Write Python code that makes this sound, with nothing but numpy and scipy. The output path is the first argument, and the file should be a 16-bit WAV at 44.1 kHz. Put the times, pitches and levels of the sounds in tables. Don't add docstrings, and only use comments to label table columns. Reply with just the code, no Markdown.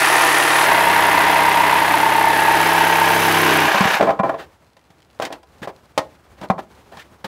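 import sys
import numpy as np
from scipy import signal
from scipy.fft import rfft, irfft, next_fast_len
from scipy.io import wavfile
from scipy.ndimage import uniform_filter1d

SR = 44100
rng = np.random.default_rng(int(sys.argv[2]) if len(sys.argv) > 2 else 0)


def store_pcm(level_fs):
    pcm = np.round(np.clip(level_fs, -1, 1) * 32767).astype(np.int16)
    wavfile.write(sys.argv[1], SR, np.atleast_2d(pcm).T)


N = 320607

# (frequency [Hz], density [dB per Hz])
CRACK_SPECTRUM = [(900, -10), (1800, 2), (3500, 0.5), (6000, -6.5), (10000, -15), (15700, -24)]


def gain_of(db):
    return 10 ** (np.asarray(db) / 20)


def evened(x):
    return x / np.sqrt(np.mean(x ** 2) + 1e-20)


def read(points, hz):
    f, value = np.transpose(points)
    return np.interp(np.log(hz + 1), np.log(f + 1), value)


def add(mix, s, sound):
    part = mix[round(s * SR):][:len(sound)]
    part += sound[:len(part)]


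def columns(rows):
    s, *rest = np.transpose(rows)
    t = np.arange(s[0], s[-1], 1 / SR)
    return t, [np.interp(t, s, column) for column in rest]


def coloured(x, points, lo_hz, hi_hz):
    size = next_fast_len(len(x))
    hz = np.fft.rfftfreq(size, 1 / SR)
    below = hz < points[0][0]
    spectrum = rfft(x, size) * gain_of(read(points, hz) - 40 * below)
    band = irfft(spectrum * (hz > lo_hz) * (hz < hi_hz), size)[:len(x)]
    return irfft(spectrum, size)[:len(x)] / np.sqrt(np.mean(band ** 2) + 1e-20)


def blend(x, slack, held, loose, lo_hz, hi_hz):
    return (1 - slack) * coloured(x, held, lo_hz, hi_hz) + slack * coloured(x, loose, lo_hz, hi_hz)


def drift(count, size):
    smooth = uniform_filter1d(rng.standard_normal(count), size)
    return evened(uniform_filter1d(smooth, size))


def grit(count, spread_db):
    return rng.standard_normal(count) * gain_of(spread_db * drift(count, size=30))


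def room_tone():
    # (frequency [Hz], density [dB per Hz])
    background_spectrum = [(20, -30), (45, -9), (62, 9), (90, 3.5), (200, -2.5), (500, -4), (900, -5.5),
                           (2770, -17), (6000, -24), (15700, -32)]
    # (time [s], level [dB])
    background_level = [(4.5, -54.5), (4.8, -60), (5.5, -57), (6.7, -53)]
    s, db = np.transpose(background_level)
    level_db = np.interp(np.arange(N) / SR, s, db) + 2.0 * drift(N, size=1200)
    return gain_of(level_db) * coloured(rng.standard_normal(N), background_spectrum, 260, 6600)


def kitchen(x):
    # (frequency [Hz], t60 [s])
    reverberation = [(150, 0.33), (800, 0.2), (3000, 0.078), (10000, 0.049)]
    taps = np.zeros(SR // 2)
    at = np.arange(200, len(taps) - 20, 20)
    taps[at + rng.integers(0, 20, len(at))] = rng.choice([-1., 1.], len(at))
    hz, t, bands = signal.stft(taps, SR, nperseg=256)
    decay = gain_of(-60 * t / read(reverberation, hz)[:, None])
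    tail = signal.istft(bands * decay, SR, nperseg=256)[1]
    tail = signal.sosfilt(signal.butter(2, 220, "high", fs=SR, output="sos"), tail)
    return signal.oaconvolve(x, tail / np.linalg.norm(tail))[:N]


def tick(s, db):
    t = np.arange(800) / SR
    return s, gain_of(db - 60 * t / 0.014) * coloured(rng.standard_normal(800), CRACK_SPECTRUM, 2060, 8200)


def rattle():
    start_s, end_s, ticks_per_s = 4.6, 7, 20
    t = np.arange(N) / SR
    size = gain_of(4.3 * rng.standard_normal(N)) * (rng.random(N) < ticks_per_s / SR)
    click = tick(0, db=-56.5)[1]
    return signal.oaconvolve(size * (t > start_s) * (t < end_s), click)[:N]


def scrape(s, rise_s, fall_s, db, treble_db):
    # (frequency [Hz], density [dB per Hz])
    body_spectrum = [(120, -5.5), (200, -14), (340, -2.5), (460, -4), (560, -1.5), (660, -4), (830, -2),
                     (1030, -10.5), (1250, -14), (2200, -33), (4000, -65.5)]
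    treble_spectrum = [(880, -14), (1500, -10), (1820, -4.5), (2070, -12.5), (3480, -13.5), (5520, -23),
                       (10500, -32.5), (15600, -34)]
    loss_db = 12.5
    t = np.arange(0, rise_s + fall_s, 1 / SR)
    gone = np.clip((t - rise_s) / fall_s, 0, 1)
    swell = np.minimum(t / rise_s, 1) ** 2
    lift_off = np.minimum(6 * (1 - gone), 1)
    shape = swell * gain_of(db - loss_db * gone) * lift_off
    slips = grit(len(t), spread_db=0.5)
    body = coloured(slips, body_spectrum, 300, 1400)
    treble = coloured(slips, treble_spectrum, 1600, 8200)
    return s, shape * (body + gain_of(treble_db) * treble)


def ping(s, hz, db, t60):
    t = np.arange(round(t60 * SR)) / SR
    return s, gain_of(db - 60 * t / t60) * np.sin(2 * np.pi * hz * t)


def knock(s, db, boom_db, crack_db, ring, spot_hz):
    # (frequency [Hz], level [dB], t60 [s])
    wood_modes = [(166, -21, 0.04), (200.3, 8, 0.087), (318.5, -2, 0.07), (465, -11.5, 0.15),
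                  (571, 5, 0.04), (668, 6, 0.036), (780, -2, 0.063), (849, -3.5, 0.049), (1030, 2, 0.053),
                  (1057, -6, 0.018), (1250, -9, 0.055), (1343, -5, .03), (1653, -4.5, 0.035),
                  (1890, -5.5, 0.036), (2070, -16, 0.021), (2330, -6, 0.033), (3080, -8, 0.013)]
    contact_s, rise_s = 0.0056, 0.001
    t = np.arange(round(.3 * SR)) / SR
    fade = np.exp(-t / contact_s)
    rough = rng.standard_normal(len(t))
    rough = rough - uniform_filter1d(rough, size=60)
    contact = .05 * rough * fade + (t == 0)
    hz, mode_db, t60 = np.transpose(wood_modes)[:, :, None]
    detune = 1 + 0.019 * rng.standard_normal((len(wood_modes), 1))
    spot_db = np.where(hz < 260, boom_db, -6.5 * abs(np.log2(hz / spot_hz)))
    decay = gain_of(mode_db + spot_db - 60 * t / (t60 * ring))
    modes = decay * np.sin(2 * np.pi * hz * detune * t)
    body = signal.oaconvolve(contact / np.linalg.norm(contact), modes.sum(0))[:len(t)]
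    crack = coloured(rng.standard_normal(len(t)), CRACK_SPECTRUM, 2000, 8000)
    crack = crack * (fade + 0.068 * gain_of(-60 * t / 0.2))
    return s, gain_of(db) * (body + gain_of(crack_db) * crack) * (1 - np.exp(-t / rise_s))


def handling():
    # (time [s], blow level [dB], boom against it [dB], crack against it [dB],
    # ring [factor on t60], pitch of the struck spot [Hz])
    knock_rows = [(3.744, -15, -12, -12, 2.03, 999), (3.806, -10, -0.5, -8, 0.91, 1010),
                  (3.853, -6.5, -5, -21, 0.29, 985), (3.945, -17, -13, -6, 0.57, 1500),
                  (4.009, 1, -37, -35.5, 0.32, 590), (4.026, -8, -13, -20, 1.15, 750),
                  (4.07, -15.5, -17, -36, 4.3, 650), (4.079, -25, -17, -30, 1.2, 1000),
                  (4.091, -9.5, -32, -30, 1, 636), (4.104, -7.5, -28, -35, 0.39, 650),
                  (4.191, -17, -20, -31, 0.91, 1000), (4.197, -12.5, -3.5, -41, 1.02, 1010),
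                  (4.233, -15.5, -36, -32, 3.2, 800), (4.293, -11, -26.5, -29, 0.96, 875),
                  (4.342, -20.5, -30, -41, 1.05, 668), (4.767, -48, -11, -0.5, 0.87, 751),
                  (4.903, -43.5, -2, -7, 0.44, 420), (5.199, -12, -25, -22.5, 0.34, 553),
                  (5.221, -30.5, -19, 6.5, 0.77, 619), (5.251, -26, -14, 3, 0.44, 498),
                  (5.304, -25.5, -30, -27, 0.98, 450), (5.325, -27, -25, -1.5, 0.39, 466),
                  (5.43, -44, -20, -4.5, 1, 900), (5.618, -30, 1.5, -13, 0.36, 470),
                  (5.674, -19, -20, -35, 0.64, 580), (5.977, -5, -43, -9.5, 0.34, 764),
                  (5.99, -8.5, -17, -22, 0.27, 430), (6.413, -30, -7, -7, 1.97, 463),
                  (6.5, -7, -4.5, -23, 0.71, 830), (6.58, -27, -18, -24, 1.2, 950),
                  (6.921, -39, -12, -19, 1.1, 528), (6.97, -34.5, -12, -4.5, 0.89, 1030),
                  (7.245, -24.5, -6, -22, 1, 353)]
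    # (time [s], frequency [Hz], level [dB], t60 [s])
    fitting = (5.985, 1852, -34, .19)
    # (time [s], level [dB])
    tick_rows = [(4.793, -52), (4.8133, -55), (4.9899, -55.5), (5.004, -52.5), (5.0208, -49), (5.028, -50),
                 (5.1016, -52), (5.11, -60)]
    # (start [s], rise [s], fall [s], body level [dB], treble against it [dB])
    scrape_rows = [(3.99, 0.01245, 0.14, -16, -16.5), (4.12, 0.012, 0.06, -32, -17),
                   (4.225, 0.019, 0.14, -22.5, -22), (4.36, 0.038, 0.06, -35.5, -4.5),
                   (5.186, 0.0049, 0.0125, -52, 1), (5.2, 0.025, 0.061, -26.5, -5),
                   (5.3, 0.03, 0.038, -33.5, -10), (5.615, 0.017, 0.033, -30.5, -5),
                   (5.67, 0.0068, 0.036, -31.5, -10.5), (6.36, 0.028, 0.033, -49, -4),
                   (6.4, 0.038, 0.027, -30, -10.5), (6.575, 0.018, 0.019, -28.5, -10.5),
                   (6.91, 0.013, 0.069, -42, -6), (6.96, 0.04, 0.038, -51, 11.5),
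                   (7.24, 0.0056, 0.024, -27.5, -4)]
    hands = rattle()
    for source, rows in ((knock, knock_rows), (ping, [fitting]), (tick, tick_rows), (scrape, scrape_rows)):
        for row in rows:
            add(hands, *source(*row))
    return hands


def tone(s0, s1, hz, db):
    n = round((s1 - s0) * SR)
    turns = np.cumsum(hz * (1 + .0018 * drift(n, size=1500))) / SR
    level = gain_of(db + 1.8 * drift(n, size=2500))
    return s0, level * np.sin(2 * np.pi * turns) * signal.windows.tukey(n, .12)


def shake(t, strokes, motor):
    # (stroke multiple, first cut [dB], offcut held [dB], sagging [dB], hanging [dB])
    stroke_lines = [(3, -45, -38, -37, -33), (4, -39, -47, -49, -41), (5, -53, -37, -30, -27.5),
                    (6, -54, -37, -47, -47), (7, -47, -48, -42, -34), (8, -35, -48, -44, -47),
                    (9, -40, -37, -35, -30), (10, -50, -36, -26, -25), (11, -42, -42, -38, -27),
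                    (12, -39, -42, -45, -46), (13, -38, -38, -38, -28), (14, -40, -47, -44, -33)]
    # (stroke multiple, first cut [dB], offcut held [dB], sagging [dB], hanging [dB])
    shaft_lines = [(-1, -33, -44, -46, -50), (0, -30, -34, -32, -44), (1, -42, -36, -36, -46),
                   (3, -42, -38, -34, -46)]
    # (time [s], column index [from 0, fractions blend])
    stages = [(.664, 0), (.665, 1), (2.4, 1.15), (2.65, 2), (2.95, 2.15), (3.2, 3)]
    let_go_s, let_go_db_per_s = 3.67, 550
    stage = np.interp(t, *np.transpose(stages))
    lines = np.zeros(len(t))
    for base, rows in ((0, stroke_lines), (motor, shaft_lines)):
        for k, *db in rows:
            level_db = np.interp(stage, range(len(db)), db) + 0.49 * drift(len(t), size=2500)
            lines += gain_of(level_db) * np.sin(2 * np.pi * (k * strokes + base) + k * k)
    return lines * gain_of(-let_go_db_per_s * np.maximum(t - let_go_s, 0))


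def panel(strokes, motor, slack, rough=.1):
    # (frequency [Hz], bandwidth [Hz], level [dB])
    held_modes = [(866, 48, 0), (950, 50, 1)]
    # (frequency [Hz], bandwidth [Hz], level [dB])
    loose_modes = [(858, 42, 0), (920, 44, 0)]
    # (share of the stroke, level held [dB], level loose [dB], direction [+1 or -1])
    blow_rows = [(0, 0, 1.5, 1), (.5, -4, -11, -1)]
    mirror_held_db, mirror_loose_db = -4, -13
    n = len(strokes)
    blows = np.zeros(n, complex)
    freed = np.clip((slack - .06) / .04, 0, 1)
    mirror = gain_of(mirror_held_db + (mirror_loose_db - mirror_held_db) * freed)
    for share, db, loose_db, way in blow_rows:
        at = np.flatnonzero(np.diff(np.floor(strokes - share)))
        late, size_db = rng.standard_normal((len(at), 2)).T
        level = gain_of(db + (loose_db - db) * freed[at] + size_db)
        blows[at] = way * level * np.exp(1j * (2 * np.pi * motor[at] + .2 * late))
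    blows = blows / np.sqrt(np.mean(abs(blows) ** 2))
    chatter = rough * rng.standard_normal(n)
    drives = blows + chatter, mirror * blows.conj() - blows - chatter
    t = np.arange(3000) / SR

    def ringing(modes):
        total = np.zeros(n)
        for drive, (hz, width_hz, db) in zip(drives, modes):
            response = gain_of(db) * np.exp(np.pi * (2j * hz - width_hz) * t)
            total += signal.oaconvolve(drive, response)[:n].imag
        return evened(total)

    return (1 - freed) * ringing(held_modes) + freed * ringing(loose_modes)


def cut(rows, speed, shaft, grinds, whines, start):
    # (time [s], looseness [share 0-1])
    looseness = [(.665, 0), (2.3, .1), (2.6, .75), (3.5, .95)]
    t, (grind_db, ring_db, whine_db) = columns(rows)
    strokes = start + np.cumsum(np.interp(t, *np.transpose(speed))) / SR
    motor = np.cumsum(np.interp(t, *np.transpose(shaft))) / SR
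    slack = np.interp(t, *np.transpose(looseness))
    turn = 2 * np.pi * strokes
    bite = gain_of(1.8 * np.cos(turn - .6) + 1.1 * np.cos(2 * turn - 1.2))
    teeth = irfft(rfft(rng.standard_normal(1300)) * (np.arange(651) > 23))
    teeth = teeth[(strokes % 1 * 1300).astype(int)]
    wobble = np.sqrt(2) * np.cos(2 * np.pi * motor)
    teeth = teeth * (slack + (1 - slack) * wobble)
    tearing = (grit(len(t), spread_db=2.0) + 0.62 * teeth) * bite
    grind = blend(tearing, slack, *grinds, 1070, 4200)
    mesh = gain_of(1.4 * np.cos(turn - 2.5) + 1.5 * np.cos(2 * turn - .3) + 1.0 * np.cos(4 * turn))
    whine = blend(grit(len(t), spread_db=2.5) * mesh, slack ** 3, *whines, 9200, 13900)
    sound = gain_of(grind_db) * grind + gain_of(whine_db) * whine
    sound += gain_of(ring_db) * panel(strokes, motor, slack) + shake(t, strokes, motor)
    return t[0], sound * signal.windows.tukey(len(t), 0.0013 / (t[-1] - t[0]))


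def jigsaw():
    # (time [s], grind level [dB], panel ring level [dB], whine level [dB])
    cut_levels = [
        [(0.0, -15.5, -29.5, -27.5), (0.665, -16, -22.5, -29)],
        [(0.665, -16.5, -18, -31), (1.4, -17.5, -16, -33), (2.25, -19.5, -14, -34), (2.6, -17.5, -18.5, -32),
         (3.0, -18, -17.5, -32), (3.25, -17, -26, -29), (3.56, -16, -44, -32), (3.8, -19, -29, -39),
         (3.95, -17.5, -34.5, -35.5), (4.0, -28.5, -28.5, -50)],
    ]
    # (time [s], rate [strokes per s])
    blade_speeds = [
        [(0, 36.7), (.665, 37.6)],
        [(.665, 32.6), (1.7, 32.7), (2.3, 33.4), (3.17, 33.95), (3.7, 31.3)],
    ]
    # (time [s], rate [turns per s])
    shaft_speeds = [
        [(0, 353), (.665, 356)],
        [(.665, 315.5), (1.7, 315), (2.2, 320.5), (2.85, 320.5), (3.05, 330), (3.2, 331), (3.7, 308)],
    ]
    # (frequency [Hz], density [dB per Hz])
    grind_first = [(60, -45.5), (240, -28), (330, -10.5), (420, -15), (830, -2.5), (1100, -2.5),
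                   (1520, -8.5), (1850, -2), (2230, -12), (2450, -8), (2750, -12), (4000, -18),
                   (7500, -28.5), (12000, -36)]
    grind_held = [(60, -47), (250, -16.5), (320, -10), (420, -10.5), (700, -1), (900, -1.5), (1150, -1.5),
                  (1300, -7.5), (1720, -2), (1880, -3), (2040, -2.5), (2330, -8.5), (2600, -8),
                  (4000, -17.5), (7500, -30), (12000, -55)]
    grind_loose = [(60, -38.5), (250, -20), (340, -7), (450, -10.5), (600, -5.5), (950, -0.5), (1300, -8),
                   (1600, -1.5), (2000, -8.5), (2470, -7), (4300, -19.5), (7500, -28), (12000, -57)]
    # (frequency [Hz], density [dB per Hz])
    whine_first = [(3530, -16), (6000, -4.5), (7210, -7.5), (9540, -1.5), (10300, 2.5), (12600, -9.5),
                   (14000, -8.5), (15600, -19)]
    whine_held = [(3530, -15), (6000, -13.5), (7100, -14), (10500, -4.5), (12200, -9), (13600, -7),
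                  (15600, -18)]
    whine_loose = [(2940, -22), (5000, 2), (5850, -2), (6200, 9), (6550, -9.5), (7940, -2.5), (10900, 4.5),
                   (13700, 2), (15600, -4)]
    # (start [s], end [s], frequency [Hz], level [dB])
    motor_tones = [(0, .67, 1790, -28), (0, .67, 1826, -29), (0, .67, 1949, -28), (.665, 1.5, 1750, -30),
                   (1.05, 1.5, 1815, -29), (.7, 1.95, 1990, -32), (.7, 1.75, 2055, -31),
                   (2.05, 2.65, 1776, -28), (2.3, 3.2, 1676, -27), (2.25, 3.15, 1910, -31),
                   (2.3, 3.0, 10500, -42)]
    saw = np.zeros(N)
    add(saw, *cut(cut_levels[0], blade_speeds[0], shaft_speeds[0],
                  [grind_first] * 2, [whine_first] * 2, start=.3))
    add(saw, *cut(cut_levels[1], blade_speeds[1], shaft_speeds[1],
                  (grind_held, grind_loose), (whine_held, whine_loose), start=.32))
    for row in motor_tones:
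        add(saw, *tone(*row))
    return saw


def scene():
    direct = jigsaw() + handling()
    near = direct + gain_of(-15.5) * kitchen(direct)
    near = signal.sosfilt(signal.butter(4, 75, "high", fs=SR, output="sos"), near)
    return (near + room_tone())[None]


def record(dry):
    limit, edge_hz = .77, 15760
    soft = limit * np.tanh(dry / limit)
    low_pass = signal.firwin(2047, edge_hz, window=("kaiser", 9), fs=SR)
    return signal.oaconvolve(soft, low_pass[None], "same")


dry = scene()
out = record(dry)
store_pcm(out)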